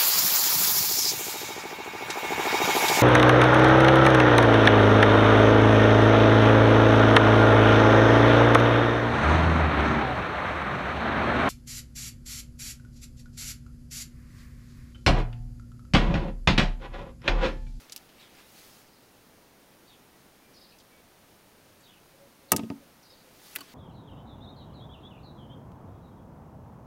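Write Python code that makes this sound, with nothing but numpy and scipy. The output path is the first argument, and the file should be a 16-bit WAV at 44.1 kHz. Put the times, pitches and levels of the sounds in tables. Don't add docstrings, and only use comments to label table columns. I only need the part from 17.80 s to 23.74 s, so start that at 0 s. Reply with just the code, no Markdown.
import sys
import numpy as np
from scipy import signal
from scipy.io import wavfile
from scipy.ndimage import uniform_filter1d

SR = 44100
rng = np.random.default_rng(int(sys.argv[2]) if len(sys.argv) > 2 else 0)


def magnitude_from_level(level_db):
    exponent = np.asarray(level_db, float) / 20
    return 10 ** exponent


def put_to_file(sound):
    columns = np.atleast_2d(sound).T
    safe = np.clip(columns, -1, 1)
    whole_steps = np.round(safe * 32767)
    wavfile.write(sys.argv[1], SR, whole_steps.astype(np.int16))


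N = 261954


def evened(x):
    return x / np.sqrt(np.mean(x ** 2) + 1e-20)


def drift(size, smooth):
    return evened(uniform_filter1d(rng.standard_normal(size), smooth))


def add(mix, s, sound):
    part = mix[round(s * SR):][:len(sound)]
    part += sound[:len(part)]


def resonate(x, hz, width):
    turn = np.exp(2j * np.pi * hz * np.arange(len(x)) / SR)
    r = np.exp(-np.pi * width / SR)
    return 2 * (turn * signal.lfilter([1 - r], [1, -r], x / turn)).real


def hiss():
    # pitch in Hz, level in dB per Hz.
    noise_colour = [(12, -20), (20, -4), (38, -14), (70, -5.5), (106, -5), (137, -3.5), (252, -2),
                    (441, -5), (885, -8.5), (1050, -10.5), (2350, -14.5), (3370, -16.5), (4580, -17.5),
                    (7560, -20.5), (15600, -21.5)]
    # pitch in Hz, width in Hz, level in dB.
    mic_bumps = [(7290, 160, -3), (7720, 190, -6), (14500, 210, 3.5)]
    frames, hz = N // 512 + 5, np.fft.rfftfreq(2048, 1 / SR)
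    real, imaginary = rng.standard_normal((frames, 1025, 2)).T
    colour_hz, db = np.transpose(noise_colour)
    colour_db = np.interp(np.log(hz + 1), np.log(colour_hz + 1), db)
    colour_db += sum(d * np.exp(-((hz - c) / w) ** 2) for c, w, d in mic_bumps)
    swell_db = .25 * drift(frames, 12)
    spectrum = (real + 1j * imaginary) * magnitude_from_level(colour_db[:, None] + swell_db)
    noise = signal.istft(spectrum, nperseg=2048, noverlap=1536)[1][:N]
    return magnitude_from_level(-57.5) * evened(noise)


def chirp(length, hz0, hz1, db, warble):
    t = np.arange(0, length, 1 / SR)
    hz = hz0 * (hz1 / hz0) ** ((t / length) ** .6)
    level = np.minimum(t / .004, 1) * magnitude_from_level(db - 10 * (t / length) ** 2)
    wobble = drift(12000, 150)[:len(t)]
    flutter = 1 + warble * np.sin(2 * np.pi * 60 * t) + 0.034 * wobble
    steps = .7 + .4 * np.cos(2 * np.pi * 28 * t + .6 * wobble)
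    turns = 2 * np.pi * np.cumsum(hz * flutter) / SR
    voices = np.sin(turns) + 0.22 * np.sin(0.84 * turns)
    return level * magnitude_from_level(1.32 * wobble) * steps * voices


def birds():
    # start in seconds, length in seconds, start Hz, end Hz, level in dB.
    single_chirps = [
        (.392, .075, 4300, 3100, -51),
        (2.070, .085, 4650, 2950, -54),
        (2.918, .03, 2630, 2520, -56),
        (4.028, .16, 4550, 2600, -56),
        (4.68, .1, 4600, 3000, -54),
        (5.88, .06, 4300, 4200, -59),
    ]
    # start in seconds, level in dB.
    triple_calls = [
        (1.055, -63),
        (2.735, -54),
        (5.222, -55),
    ]
    # delay in seconds, length in seconds, start Hz, end Hz, level in dB.
    call_parts = [
        (0, .065, 5500, 4100, 0),
        (.072, .055, 4800, 4000, 2.5),
        (.145, .065, 4500, 4200, -3),
    ]
    # start in seconds, length in seconds, start Hz, end Hz, level in dB.
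    pure_notes = [
        (1.50, 0.11, 2300, 2300, -72),
        (2.31, 0.08, 1960, 1940, -76),
        (2.60, 0.13, 2380, 2350, -66),
        (3.09, 0.14, 2295, 2250, -65.5),
        (4.31, 0.073, 514, 556, -62),
        (4.385, 0.096, 557, 560, -55.5),
        (4.57, 0.2, 535, 560, -62.5),
        (4.99, 0.071, 583, 533, -61.5),
        (5.28, 0.071, 521, 510, -59.5),
        (5.43, .1, 519, 507, -61),
    ]
    out = np.zeros(N)
    for s, length, hz0, hz1, db in single_chirps:
        add(out, s, chirp(length, hz0, hz1, db, .06))
    for s, db in triple_calls:
        for delay, length, hz0, hz1, part_db in call_parts:
            add(out, s + delay, chirp(length, hz0, hz1, db + part_db, .11))
    t = np.arange(6000) / SR
    yard = rng.standard_normal(6000) * magnitude_from_level(-60 * t / 0.18)
    out = 0.3 * out + signal.oaconvolve(out, yard / np.linalg.norm(yard))[:N]
    waver = drift(N, 600)
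    for s, length, hz0, hz1, db in pure_notes:
        size = int(length * SR)
        tone = np.sin(2 * np.pi * np.cumsum(np.linspace(hz0, hz1, size)) / SR)
        shape = np.hanning(size) ** .5
        add(out, s, magnitude_from_level(db) * tone * shape * magnitude_from_level(3 * waver[round(s * SR):][:size]))
    return out


def patchy(x, patchy_db):
    z = signal.stft(x, nperseg=512)[2]
    patches = uniform_filter1d(rng.standard_normal(z.shape), 9, 0)
    patches = evened(uniform_filter1d(patches, 6, 1))
    return evened(signal.istft(z * magnitude_from_level(patchy_db * patches), nperseg=512)[1][:N])


def rub():
    # pitch in Hz, width in Hz, level in dB.
    bright_cloth = [(4700, 3800, -2), (6500, 1300, -12), (11100, 18000, -6.5)]
    # pitch in Hz, width in Hz.
    dull_cloth = (2520, 4100)
    # time of most pressure in seconds, level in dB, seconds to rise by 20 dB,
    # seconds to fall by 20 dB, level of the dull share in dB.
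    strokes = [(0, -57.5, .05, .12, -1), (.18, -67, .9, .3, 3), (.42, -70, .15, .14, 13),
               (.60, -67.5, .2, .06, 11), (.66, -64, .15, .5, -9), (.785, -53.5, .22, .65, -17),
               (1.1, -73, .2, .4, -6), (5.49, -67, .25, .4, -4), (5.665, -56, .18, .2, -17),
               (5.745, -51.5, .26, .07, -14), (5.80, -63, .1, .9, 2.5), (5.94, -63, .2, .1, 2)]
    sleeve_off_s = 1.015
    t = np.arange(N) / SR
    slips = rng.standard_normal(N) * magnitude_from_level(0.99 * drift(N, 60))
    slips = patchy(slips, patchy_db=1.5)
    bright = evened(sum(magnitude_from_level(db) * resonate(resonate(slips, hz, w), hz, w) for hz, w, db in bright_cloth))
    dull = evened(resonate(resonate(slips, *dull_cloth), *dull_cloth))
    power = np.zeros((2, N))
    for s, db, rise, fall, dull_db in strokes:
        level = magnitude_from_level(db - 20 * np.where(t < s, (s - t) / rise, (t - s) / fall))
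        if s < sleeve_off_s:
            level = level * magnitude_from_level(-np.clip((t - sleeve_off_s) * 200, 0, 40))
        power += (level * magnitude_from_level([[0], [dull_db]])) ** 2
    return np.sqrt(power[0]) * bright + np.sqrt(power[1]) * dull


def squeaks():
    # start in seconds, length in seconds, slips per second, level in dB.
    squeak_bursts = [
        (5.784, 0.0128, 1505, -54),
        (5.806, 0.014, 1505, -49),
    ]
    overtones_db = [-2, 1.5, 4.5, -12, -14, -14]
    # pitch in Hz, width in Hz, level in dB.
    hand_hollow = (1090, 83, -4)
    out, (body_hz, width, body_db) = np.zeros(N), hand_hollow
    for s, length, hz, db in squeak_bursts:
        size = int(length * SR)
        rate, grip = drift(2000, 60)[:size], drift(2000, 60)[:size]
        turns = np.cumsum(hz * (1 + .025 * rate)) / SR
        tone = sum(magnitude_from_level(d) * np.sin(2 * np.pi * (k + 1) * turns) for k, d in enumerate(overtones_db))
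        shape = signal.windows.tukey(size, .4)
        add(out, s, magnitude_from_level(db + 3.5 * grip) * tone * shape)
        push = np.r_[grip * shape, np.zeros(900)]
        add(out, s, magnitude_from_level(db + body_db) * evened(resonate(push, body_hz, width)))
    return out


def ring(modes, sign):
    t = np.arange(13000) / SR
    return sum(sign ** k * magnitude_from_level(db - 60 * t / t60) * np.sin(2 * np.pi * hz * t)
               for k, (hz, db, t60) in enumerate(modes))


def table():
    # start in seconds, blow in dB, contact in milliseconds,
    # extra drive of the whole board in dB, extra drive across the board in dB.
    blows = [(4.7184, -18, 0.36, -11, -16), (4.7238, -34, 0.86, 12, 2), (4.735, -26, 0.43, 2, 1.5),
             (4.746, -21.5, 2, 1.5, 2.5), (4.765, -34.5, 1.3, 5, -8), (4.780, -37, 0.62, 7.5, 9),
             (4.789, -42.5, 1.4, 12.5, 0), (4.7932, -31, 1.02, 3, 6), (4.833, -28.5, 2.1, 2, -4),
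             (4.902, -34, 0.88, 8.5, 10), (4.913, -34, 1.62, -5, 7.5), (5.762, -45, 0.43, -16, -1),
             (5.787, -54.5, 0.26, -1, 5), (5.808, -51, 0.22, -8, 8)]
    # pitch in Hz, level in dB, time to die by 60 dB in seconds.
    local_modes = [(343, -10.5, 0.076), (370, -3, 0.071), (459, 1, 0.029), (479, -2, 0.055),
                   (560, -9.5, 0.031), (617, -1.5, 0.044), (735, 1, 0.023), (888, -5.5, 0.1),
                   (980, -8, 0.07), (1097, -1.5, 0.023), (1253, 2.5, 0.048), (1594, -22, 0.15),
                   (1883, -7, 0.058), (2250, -4, 0.04), (2620, -2.5, .045)]
    board_modes = [(80, -27, 0.054), (118, -9.5, 0.074), (136, -12.5, 0.21), (173, -21, 0.27),
                   (200.6, -6, 0.14), (226.4, 0.5, 0.22)]
    cross_modes = [(263, -13, 0.15), (278.5, -9.5, 0.27)]
    force = np.zeros((3, N))
    for s, db, ms, *shares_db in blows:
        push = np.sin(np.pi * np.minimum(np.arange(300) / SR / (ms / 1000), 1)) ** 2
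        for line, share_db in zip(force, [0, *shares_db]):
            add(line, s, magnitude_from_level(db + share_db) * push / push.sum())
    rings = [ring(local_modes, -0.98), -ring(board_modes, 0.88), -ring(cross_modes, 1)]
    motion = signal.oaconvolve(force, rings, axes=1).sum(0)[:N]
    return signal.lfilter(*signal.butter(3, 110, "high", fs=SR), motion)


def band(x, hz, *widths):
    for width in widths:
        x = resonate(x, hz, width * hz)
    return x / abs(x).max()


def contacts(rows, scatter, scatter_s):
    out, t = np.zeros(N), np.arange(4410) / SR
    chances = rng.standard_normal((len(rows), 2, 4410))
    for (s, db, hz, dull_db, dull_hz), chance in zip(rows, chances):
        t60 = scatter_s * np.exp(-.011 * (max(db, -45) + 30))
        fade = magnitude_from_level(-60 * t / t60) + 0.013 * magnitude_from_level(-60 * t / 0.087)
        echoes = scatter * chance * fade * (t > .00025)
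        echoes[:, 0] = 1
        echoes[:, [17, 40]] += .5, -.4
        bright = band(echoes[0], hz, 0.5, 0.7, 1.04)
        dull = band(echoes[1], dull_hz, 0.59, 1.25, 1.57)
        add(out, s, magnitude_from_level(db) * (bright + magnitude_from_level(dull_db) * dull))
    return out


def clicks():
    # start in seconds,
    # peak in dB, bright centre in Hz, level of the dull part in dB, dull centre in Hz.
    plain_clicks = [(0.1219, -34.5, 9500, 4.5, 5500), (0.127, -39, 9000, 4.5, 5000),
                    (.551, -56, 5000, -2, 1800), (4.7192, -10, 10200, -7, 2300),
                    (4.7192, -5.5, 14000, -1.5, 6300), (4.781, -40.5, 9000, 0, 2800),
                    (4.7935, -51, 6000, 15, 2600), (4.834, -55.5, 6500, 11.5, 2700),
                    (5.7538, -27, 12600, -6, 1600), (5.7615, -26, 13000, -5, 3730),
                    (5.7625, -43, 6000, 12, 1600), (5.7855, -44, 14000, 1, 6500),
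                    (5.807, -42, 13000, 5.5, 9000)]
    clean_ticks = [
        (4.7189, -3, 11500, -16, 7000),
        (.1624, -23, 12900, -1.5, 4500),
        (.1773, -37, 11000, 4, 5200),
        (4.7343, -33.5, 4000, 8.5, 2700),
        (4.7637, -11.5, 11400, -6, 6500),
        (4.9015, -37, 4200, 3.5, 2000),
    ]
    grazes = [
        (.29, -56, 5000, 4, 2800),
        (.595, -63, 6000, 4, 2510),
        (2.985, -56, 14500, 7, 5000),
        (3.0, -57, 6000, 7, 4000),
        (4.005, -56, 7200, -10, 4200),
    ]
    skids = [
        (4.765, -26, 11000, 8, 6200),
        (.1645, -36, 9000, -0.5, 5500),
    ]
    hand_snaps = [
        (0.0968, -40, 5500, 0, 3220),
        (5.7599, -17, 12500, -6, 2330),
    ]
    out = contacts(plain_clicks, .25, .033)
    out += contacts(clean_ticks, .062, .036)
    out += contacts(grazes, 1.6, .08)
    out += contacts(skids, 1.6, .029)
    out += contacts(hand_snaps, .25, .021)
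    return signal.lfilter(*signal.butter(2, 1300, "high", fs=SR), out)


def room(x):
    t = np.arange(15000) / SR
    tail = rng.standard_normal(15000) * magnitude_from_level(-60 * t / 0.46) * (t > .006)
    tail = signal.lfilter(*signal.butter(1, 3000, fs=SR), tail)
    return signal.oaconvolve(x, tail / np.linalg.norm(tail))[:N]


def scene():
    stones = clicks() + table() + squeaks()
    soft = magnitude_from_level(-28) * room(stones) + rub() + birds() + hiss()
    soft_band = signal.firwin(1023, 15880, window=("kaiser", 9), fs=SR)
    soft = signal.oaconvolve(soft, soft_band, "same")
    return (stones + soft)[None]


def top_cut(x):
    return signal.sosfilt(signal.butter(12, 17010, fs=SR, output="sos"), x)


def record(dry):
    low, top = (signal.firwin(301, hz, window=("kaiser", 8), fs=SR) for hz in (15900, 16650))
    converter = low + magnitude_from_level(-14) * (top - low)
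    dry = signal.oaconvolve(dry, converter[None], "same")
    return top_cut(np.clip(dry, -1, 1))


dry = scene()
out = record(dry)
put_to_file(out)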